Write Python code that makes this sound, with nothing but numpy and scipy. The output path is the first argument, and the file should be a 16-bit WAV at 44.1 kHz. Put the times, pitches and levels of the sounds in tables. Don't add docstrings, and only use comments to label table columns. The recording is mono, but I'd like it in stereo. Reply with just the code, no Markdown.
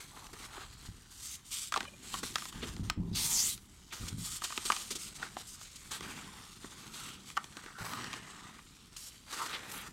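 import sys
import numpy as np
from scipy import signal
from scipy.fft import rfft, irfft
from scipy.io import wavfile
from scipy.ndimage import uniform_filter1d

SR = 44100
rng = np.random.default_rng(int(sys.argv[2]) if len(sys.argv) > 2 else 0)


def persist_wave(psi):
    counts = np.round(np.clip(psi, -1, 1) * 32767).astype(np.int16)
    wavfile.write(sys.argv[1], SR, np.atleast_2d(counts).T)


N = 437472
TIME = np.arange(N) / SR
HIT_TIME = np.arange(SR // 4) / SR

# frequency_hz, level_db
SAND_SPECTRUM = [(3200, -51), (4600, -5), (5600, -3.5), (7000, -1), (8500, 0), (9900, -6), (12000, -7),
                 (15500, -16.5)]
GRIT_SPECTRUM = [(1200, -0.5), (1700, -8.5), (2100, 0.5), (2500, 1), (3100, 6), (4300, 5), (5200, -1.5),
                 (7000, -5)]
CRUMB_SPECTRUM = [(250, -6.5), (420, -4.5), (660, -8.5), (820, -3), (1150, 1.5), (1500, 0), (1900, -1.5),
                  (2800, -10)]


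def undb(db):
    return 10 ** (np.asarray(db) / 20)


def curves(table):
    times, *columns = np.transpose(table)
    return [np.interp(TIME, times, column) for column in columns]


def gains(spectrum, size):
    hz, db = np.transpose(spectrum)
    return undb(np.interp(np.log(np.fft.rfftfreq(size, 1 / SR) + 1e-9), np.log(hz), db))


def colour(x, spectrum):
    gain = gains([(spectrum[0][0] / 2, -70), *spectrum, (spectrum[-1][0] * 2, -70)], N)
    return irfft(rfft(x) * gain / np.sqrt(np.mean(gain ** 2)), N)


def noise(size, correlation):
    white = rng.standard_normal((3, size))
    return np.sqrt(correlation) * white[0] + np.sqrt(1 - correlation) * white[1:]


def band(hz, width_hz, correlation):
    slow = signal.sosfilt(signal.butter(2, width_hz / 2, fs=SR, output="sos"), noise(N, correlation))
    return slow / slow.std() * np.sqrt(2) * np.cos(2 * np.pi * np.cumsum(hz * np.ones(N)) / SR)


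def wander(rate_hz):
    hold = int(SR / rate_hz)
    return 0.93 * uniform_filter1d(np.repeat(rng.standard_normal(N // hold + 1), hold), hold)[:N]


def add(out, start_s, sound):
    i = max(int(start_s * SR), 0)
    out[:, i:i + sound.shape[-1]] += sound[..., :N - i]


def stroke(length_s, swell_db, attack_s, release_s):
    t = np.arange(int((length_s + 6 * release_s) * SR)) / SR
    hold = undb(swell_db * (np.minimum(t / length_s, 1) - .5))
    return np.minimum(t / attack_s, 1) * hold * np.exp(-np.maximum(t - length_s, 0) / release_s)


def grains(rate_hz, spread_db, decay_s, correlation, rise_s=0.00033):
    size = undb(spread_db * np.minimum(rng.exponential(size=N), 5.5))
    energy = (rng.random(N) < rate_hz / SR) * size ** 2
    for seconds in (decay_s, rise_s):
        energy = signal.lfilter([1], [1, -np.exp(-2 / (seconds * SR))], energy)
    return np.sqrt(energy / (uniform_filter1d(energy, SR // 10) + 1e-9)) * noise(N, correlation)


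def burst(decay_s, correlation, rise_s=.00006):
    envelope = np.exp(-HIT_TIME / decay_s) * (1 - np.exp(-HIT_TIME / rise_s))
    x = envelope * noise(len(HIT_TIME), correlation)
    return x / np.sqrt(np.sum(x ** 2, axis=1, keepdims=True))


def ring(modes, skew_rad):
    phases = skew_rad * (1 + rng.standard_normal(len(modes)) / 2)
    return sum(undb(db) * np.exp(-np.log(1000) * HIT_TIME / t60_s)
               * np.sin(2 * np.pi * hz * HIT_TIME - np.array([[0], [phase]]))
               for (hz, db, t60_s), phase in zip(modes, phases))


def far_port(x, lag_samples=13):
    return np.array([x[0], np.roll(x[1], lag_samples)])


def hiss(level_db=-73):
    return undb(level_db) * colour(noise(N, correlation=0), [(300, 10), (2000, 18), (9000, -68), (15500, 2)])


def room(x, t60_s=0.25, tail_db=-11.5, cutoff_hz=3500):
    tail = burst(t60_s / np.log(1000), correlation=0.095, rise_s=0.00067)
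    tail = signal.lfilter(*signal.butter(1, cutoff_hz, fs=SR), tail)
    return undb(tail_db) * signal.fftconvolve(x, tail, axes=1)[:, :N]


def tub_levels():
    # time_s, level_db
    settling = [(0, -63), (1.1, -67), (1.7, -68), (2, -58.5), (3.7, -65), (4.5, -67.5), (5.1, -59.5),
                (5.7, -69), (6.1, -53), (6.5, -64.5), (7, -57.5), (7.7, -65), (8, -52), (8.3, -60.5),
                (9.1, -67.5), (9.9, -58)]
    rumble = [(0, -63.5), (1.7, -65), (4.4, -65), (5.6, -63.5), (7.3, -69), (8.1, -68.5), (9.9, -66.5)]
    # start_s, length_s, murmur_db, rumble_db, swell_db
    pushes = [(.55, 0.44, -66.5, -61.5, 2), (2.11, 0.22, -61, -57.5, 3), (2.541, 0.37, -52, -51, 2.5),
              (2.957, 0.56, -52.5, -57, -14.5), (3.993, .4, -58.5, -52.5, -16)]
    power = undb(curves(settling) + curves(rumble)) ** 2
    for start_s, length_s, murmur_db, rumble_db, swell_db in pushes:
        envelope = stroke(length_s, swell_db, attack_s=0.019, release_s=0.02)
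        add(power, start_s, (undb([[murmur_db], [rumble_db]]) * envelope) ** 2)
    return 10 * np.log10(power)


def tub(murmur_gain_db=2, rumble_gain_db=3, bump_gain_db=-6):
    # frequency_hz, level_db
    murmur_spectrum = [(50, -13), (85, -2), (115, 2), (200, 4.5), (290, -2), (390, -5.5), (550, -23.5),
                       (1000, -17.5)]
    rumble_spectrum = [(12, -42), (30, -0.5), (60, -2.5), (85, -5), (140, -11)]
    # frequency_hz, level_db, t60_s
    tub_modes = [(33, -61, 0.12), (64.4, -9.5, 0.36), (105.6, 3.5, 0.22), (161.8, 1, 0.32),
                 (194.6, 3.5, 0.124), (257, -5.5, 0.25)]
    # start_s, level_db, contact_s
    bumps = [(.888, -15.5, 0.022), (2.558, -37, .0036), (2.795, -27.5, 0.0032), (2.829, -28, .0043),
             (2.976, -28.5, 0.0014), (2.999, -26.5, 0.0018), (3.086, -34, 0.0038), (3.115, -28.5, 0.0047),
             (3.55, -29, 0.018), (4.01, -30.5, 0.0087), (4.127, -33, 0.0015), (4.183, -33.5, 0.0012),
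             (7.809, -34, 0.0062)]
    murmur_db, rumble_db = tub_levels()
    soil = grains(rate_hz=900, spread_db=2, decay_s=0.0017, correlation=0.94)
    out = colour(soil, murmur_spectrum) * undb(murmur_db + murmur_gain_db)
    out += colour(noise(N, correlation=1), rumble_spectrum) * undb(rumble_db + rumble_gain_db)
    onset = 1 - np.exp(-HIT_TIME / 0.0015)
    for start_s, level_db, contact_s in bumps:
        detune = 1 + 0.049 * rng.standard_normal(len(tub_modes))
        modes = [(hz * d, db - 20 * np.log10(1 + (hz * contact_s) ** 2), t60 / np.hypot(1, 100 * contact_s))
                 for (hz, db, t60), d in zip(tub_modes, detune)]
        add(out, start_s, undb(level_db + bump_gain_db) * ring(modes, skew_rad=0.17) * onset)
    return out


def faint_ring(start_s=1.855, gain_db=-52, waver_db=13):
    # frequency_hz, level_db, t60_s
    modes = [(563, 0.5, 0.28), (1670, 1, 0.12), (2420, 2, 0.28), (2977, 8, 0.12)]
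    out = np.zeros((2, N))
    add(out, start_s, undb(gain_db) * ring(modes, skew_rad=1) * (1 - HIT_TIME / HIT_TIME[-1]))
    return out * undb(waver_db * wander(rate_hz=90))


def scrapes(rough_db=2):
    # middle_s, length_s, level_db, cavity_hz, width_hz
    drags = [(0.217, 0.13, -53, 1015, 503), (0.57, 0.12, -54.5, 938, 405),
             (2.635, 0.022, -40.5, 3200, 2000), (3.304, 0.18, -52, 920, 200), (3.507, .05, -44, 4000, 596),
             (3.93, 0.023, -41.5, 2980, 1800), (7.116, 0.11, -51.5, 2970, 900),
             (9.546, 0.034, -37.5, 3220, 2230), (7.034, 0.19, -52.5, 1336, 222),
             (7.795, 0.067, -47.5, 1426, 304), (7.973, 0.094, -46, 1156, 300),
             (9.415, 0.038, -38, 1118, 330), (9.785, 0.037, -51, 1306, 400),
             (9.793, 0.056, -46, 2750, 2000)]
    jerks = undb(rough_db * wander(rate_hz=120))
    out = np.zeros((2, N))
    for middle_s, length_s, level_db, cavity_hz, width_hz in drags:
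        envelope = np.exp(-2 * ((TIME - middle_s) / length_s) ** 2)
        out += undb(level_db) * envelope * band(cavity_hz, width_hz, correlation=0.28)
    return jerks * out


def sliding():
    # time_s, level_db, resonance_hz
    slide = [(3.13, -51, 4330), (3.165, -33.5, 4390), (3.22, -38, 4800), (3.29, -38, 7400),
             (3.34, -28.5, 7080), (3.39, -28.5, 5480), (3.43, -29.5, 6800), (3.47, -31.5, 7800),
             (3.55, -47, 8500)]
    level_db, resonance_hz = curves(slide)
    touching = (TIME > slide[0][0]) & (TIME < slide[-1][0])
    return touching * undb(level_db) * band(resonance_hz, width_hz=1800, correlation=0)


def powder_sizzle(x, shelf_hz=9800):
    # time_s, gain_db
    drift = [(0, -0.5), (1.2, -3.5), (3, -2), (5.2, -4), (7.6, -3), (8.15, -8), (9, -2.5), (9.9, 0)]
    # start_s, length_s, lift_db
    puffs = [(3.142, 0.52, 6.5), (7.77, 0.19, 10), (9.537, 0.089, -10), (9.675, 0.14, 12)]
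    lift = np.ones((1, N))
    for start_s, length_s, lift_db in puffs:
        add(lift, start_s, (undb(lift_db) - 1) * stroke(length_s, 0, attack_s=0.096, release_s=0.0078))
    top = signal.sosfiltfilt(signal.butter(4, shelf_hz, "high", fs=SR, output="sos"), x)
    return x + (undb(curves(drift)) * lift - 1) * top


def hand_shadow(x, depth_db=2.5):
    frames = signal.stft(x, nperseg=256)[2]
    shade = uniform_filter1d(rng.standard_normal(frames.shape), size=70, axis=2)
    shade = uniform_filter1d(shade, size=2, axis=1)
    return signal.istft(frames * undb(depth_db * shade / shade.std()))[1][:, :N]


def grain_mix(sand_db, coarse_db, grit_lift_db=0, grit_follows=0.26):
    return undb(sand_db + np.array([[0], [grit_lift_db + grit_follows * coarse_db], [coarse_db]]))


def flow_levels():
    # time_s, sand_db
    trickle = [(0, -61.5), (.9, -63), (1.4, -65), (2.1, -60.5), (2.8, -63), (2.95, -78), (3.1, -64.5),
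               (3.65, -66), (4.4, -59.5), (6.5, -58.5), (7.4, -60.5), (8.7, -63.5), (8.92, -64),
               (9.12, -59.5), (9.25, -65.5), (9.9, -66)]
    # start_s, length_s, sand_db, coarse_db, swell_db
    rubs = [(1.1, 0.14, -55, -25, 5), (1.215, .14, -45.5, -25, 2), (1.44, 0.064, -55, -28, 8),
            (1.505, 0.18, -42, -20, -6.5), (2.02, 0.17, -50, -7, 11), (2.226, 0.098, -45.5, -10.5, -14),
            (2.33, 0.16, -48.5, -11, 1), (3.145, .39, -38, -18, -5), (3.92, 0.21, -51.5, -1.5, -8),
            (4.17, 0.2, -44, -17, 8.5), (4.41, 0.24, -48.5, -8, -5.5), (4.645, 0.28, -46, -13, -12.5),
            (4.98, 0.11, -46, -17.5, 0), (5.14, 0.029, -47, -15, 4), (5.36, 0.054, -52.5, -7, 6),
            (5.465, 0.09, -48, -41, -6), (5.6, 0.038, -52.5, -35, 7), (5.68, 0.23, -59.5, -25, 4),
            (6.93, 0.21, -51, -6, -8), (7.25, .07, -56, -6, -2), (8.96, 0.13, -51.5, -28, 3)]
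    # start_s, length_s, sand_db, coarse_db, swell_db
    pours = [(0, 0.096, -60, -3, -22), (.15, 0.1, -59, -3, -5), (.35, 0.096, -55.5, 1, 10),
             (.48, 0.15, -59, 5, 5.5), (.72, .15, -62.5, -2, 7), (1.72, .13, -55.5, 2.5, -9),
             (2.52, 0.11, -59, 5, -12), (2.64, 0.048, -53, -0.5, 9.5), (2.83, 0.061, -58.5, -1, -4),
             (5.18, 0.073, -56, 4.5, 6), (5.905, 0.055, -45, -5, 5.5), (6.02, 0.41, -57.5, 4, -9),
             (6.6, .26, -59.5, 1, 6), (7.48, 0.23, -68.5, 9.5, 10), (7.78, 0.39, -54.5, 7, -3.5),
             (8.16, 0.43, -62, 6.5, -2), (9.26, 0.059, -59, 3, 11), (9.305, 0.16, -50, 0.5, 6.5),
             (9.48, 0.22, -56, 6.5, -12.5), (9.69, 0.19, -57.5, 5.5, -3.5)]
    power = grain_mix(curves(trickle)[0], coarse_db=-4.5) ** 2
    for moves, grit_lift_db, attack_s, release_s in ((rubs, -0.5, 0.013, 0.01), (pours, 0, 0.0063, 0.02)):
        for start_s, length_s, sand_db, coarse_db, swell_db in moves:
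            envelope = stroke(length_s, swell_db, attack_s, release_s)
            add(power, start_s, (grain_mix(sand_db, coarse_db, grit_lift_db) * envelope) ** 2)
    return 10 * np.log10(power)


def grinding(chip_share=0.18, slip_db=1.87, thin_flow_db=-58):
    sand_db, grit_db, crumb_db = flow_levels()
    spread_db = np.maximum(2.6 - 0.06 * (sand_db - thin_flow_db), 0)
    chips = np.sqrt(chip_share) * grains(1100, 1.07 * spread_db, decay_s=.0008, correlation=.2)

    def stream(spectrum, rate_hz, decay_s, correlation):
        impacts = np.sqrt(1 - chip_share) * grains(rate_hz, spread_db, decay_s, correlation)
        return colour(chips + impacts, spectrum)

    sand = stream(SAND_SPECTRUM, rate_hz=7000, decay_s=.0005, correlation=.02) * undb(sand_db + 2.5)
    grit = stream(GRIT_SPECTRUM, rate_hz=3500, decay_s=.00046, correlation=.04) * undb(grit_db + 2)
    crumbs = stream(CRUMB_SPECTRUM, rate_hz=1400, decay_s=.003, correlation=.24) * undb(crumb_db + 1)
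    return hand_shadow(far_port(sand + grit) + crumbs) * undb(slip_db * wander(rate_hz=55))


def soil_thud(x):
    # frequency_hz, level_db
    thud_spectrum = [(100, -34), (220, 6.5), (380, 5), (600, -10), (1100, -19)]
    return colour(x, thud_spectrum)


def crushes(rise_s=0.0029):
    # start_s, crunch_db, crumb_db, thud_db, decay_s
    collapses = [(0.164, -61, -45, -44, 0.014), (0.3286, -43.5, -45, -46, 0.02),
                 (1.527, -34.5, -66, -74, 0.029), (2.23, -34, -33, -32, 0.011),
                 (2.623, -45, -43.5, -36, 0.032), (3.922, -42, -41, -50, .016),
                 (4.08, -30.5, -66, -65, .013), (4.4364, -27, -36.5, -66, 0.02),
                 (4.651, -32, -44, -43, 0.018), (4.904, -29, -46, -40.5, 0.027),
                 (4.951, -31, -54, -42.5, 0.021), (5.756, -37.5, -69, -73, 0.013),
                 (5.9108, -31.5, -37, -59, 0.015), (7.787, -53, -73, -49, 0.034),
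                 (8.963, -34, -49, -69, 0.0099), (9.323, -36.5, -38, -64, 0.034),
                 (9.414, -36, -40, -67, 0.022), (9.459, -35, -33, -65, 0.0087),
                 (9.714, -34.5, -44, -64, .01)]
    drives = np.zeros((3, N))
    for start_s, crunch_db, crumb_db, thud_db, decay_s in collapses:
        envelope = (1 - np.exp(-HIT_TIME / rise_s)) * np.exp(-(HIT_TIME / decay_s) ** 2)
        add(drives, start_s, undb([[crunch_db], [crumb_db], [thud_db]]) * envelope)
    crunch, crumbs, thuds = (drive * grains(rate_hz=5800, spread_db=0, decay_s=0.001, correlation=0.14)
                             for drive in drives)
    treble = undb(-5) * colour(crunch, SAND_SPECTRUM) + undb(-7) * colour(crunch, GRIT_SPECTRUM)
    return far_port(treble) + undb(-2) * colour(crumbs, CRUMB_SPECTRUM) + undb(-1) * soil_thud(thuds)


def cracks(tear_s=0.0016, block_t60_s=0.013, knock_rise_s=0.0019):
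    # start_s, snap_db, knock_db, pitch_hz, thud_db
    fractures = [(0.2676, -37.5, -58, 1115, -59), (0.402, -46, -63, 1490, -53),
                 (.5778, -53, -42, 1250, -46), (1.723, -24, -28, 1260, -73),
                 (1.7404, -26, -25.5, 1370, -60), (1.761, -26.5, -26, 1120, -59),
                 (1.7683, -31, -33, 870, -42), (1.775, -25, -28.5, 880, -43),
                 (1.8059, -27.5, -31.5, 1595, -46), (1.8292, -34.5, -53, 1350, -42.5),
                 (1.852, -43, -42, 1180, -70), (2.141, -26.5, -29.5, 1150, -49),
                 (2.149, -43, -34.5, 1140, -51), (2.357, -18.5, -24, 1290, -56),
                 (2.3828, -30.5, -41, 1530, -56), (2.4218, -38, -38.5, 1190, -64),
                 (2.4546, -32.5, -38.5, 1060, -54), (2.7653, -39, -46, 1110, -46),
                 (2.8993, -18.5, -24.5, 1260, -61), (3.5775, -42, -57, 1390, -65),
                 (4.4194, -39, -34.5, 1210, -55), (4.504, -36, -36.5, 1177, -54),
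                 (4.5234, -32, -35.5, 1220, -68), (4.577, -22, -33.5, 1270, -42),
                 (4.701, -25.5, -18.5, 1200, -38), (4.7205, -20, -32, 1080, -54),
                 (4.726, -27, -33, 1200, -48), (4.7647, -25.5, -33.5, 1190, -68),
                 (5.2273, -38, -28, 1440, -53), (5.3681, -41, -33, 780, -45),
                 (5.6132, -41, -44.5, 1200, -77), (6.008, -33.5, -38.5, 1170, -48),
                 (6.6447, -54, -41, 1170, -43), (7.3016, -37, -47, 1250, -76), (7.369, -28, -28, 1186, -66),
                 (7.3742, -28, -20.5, 1183, -76), (7.4427, -33, -48, 980, -55),
                 (7.5695, -35.5, -42.5, 1640, -45), (7.6617, -40, -44.5, 1640, -48.5),
                 (7.935, -31.5, -31.5, 1220, -38.5), (8.043, -32, -49, 1510, -54),
                 (8.1306, -30, -38.5, 1190, -64), (8.138, -33, -39, 1090, -57)]
    # pitch_ratio, level_db
    block_modes = [(.7, -27), (.85, -17.5), (1, 11), (1.2, 4.5), (1.5, -26), (2.5, -5.5)]
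    # frequency_hz, level_db
    snap_spectrum = [(700, -69), (1500, 7.5), (2200, 10.5), (3100, 10.5), (4500, 8), (7000, 4),
                     (10000, -8.5), (15500, -14)]
    clack_spectrum = [(520, -18), (720, -8.5), (880, -5.5), (1170, 0), (1500, -12), (1900, -7), (2600, -23)]
    snaps, knocks, clacks, thuds = np.zeros((4, 2, N))
    tick = undb(-4) * (HIT_TIME == 0)
    onset = 1 - np.exp(-HIT_TIME / knock_rise_s)
    for start_s, snap_db, knock_db, pitch_hz, thud_db in fractures:
        dust = undb(-9) * burst(decay_s=0.0035, correlation=0)
        tear = burst(tear_s, correlation=0.075)
        add(snaps, start_s, undb(snap_db + 15) * (tick + tear + dust))
        detune = 1 + 0.023 * rng.standard_normal(len(block_modes))
        modes = [(pitch_hz * ratio * d, db, block_t60_s) for (ratio, db), d in zip(block_modes, detune)]
        add(knocks, start_s + tear_s / 2, undb(knock_db + 3) * onset * ring(modes, skew_rad=0.97))
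        add(clacks, start_s, undb(knock_db + 15) * burst(decay_s=0.0046, correlation=0.46, rise_s=0.00063))
        add(thuds, start_s, undb(thud_db + 24) * burst(decay_s=0.0051, correlation=0.68))
    return far_port(colour(snaps, snap_spectrum)) + knocks + colour(clacks, clack_spectrum) + soil_thud(thuds)


def scene():
    dirt = powder_sizzle(grinding() + crushes()) + sliding() + scrapes() + cracks() + faint_ring()
    return dirt + room(dirt) + tub() + hiss()


def record(dry, cutoff_hz=15850):
    # frequency_hz, left_minus_right_db
    port_balance = [(200, 0), (520, -2.5), (700, 2.5), (900, 2.5), (1250, -2.5), (1700, -4), (2200, 3.5),
                    (3000, 6), (4300, 2.5), (5300, 12.5), (6800, 17.5), (8300, 11), (9800, 2),
                    (12000, -7.5), (15500, -3.5)]
    ratio = gains(port_balance, N)
    ports = np.array([ratio, np.ones_like(ratio)]) * np.sqrt(2 / (1 + ratio ** 2))
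    lowpass = signal.ellip(10, .2, 70, cutoff_hz, fs=SR, output="sos")
    return signal.sosfilt(lowpass, irfft(rfft(dry) * ports, N))


dry = scene()
out = record(dry)
persist_wave(out)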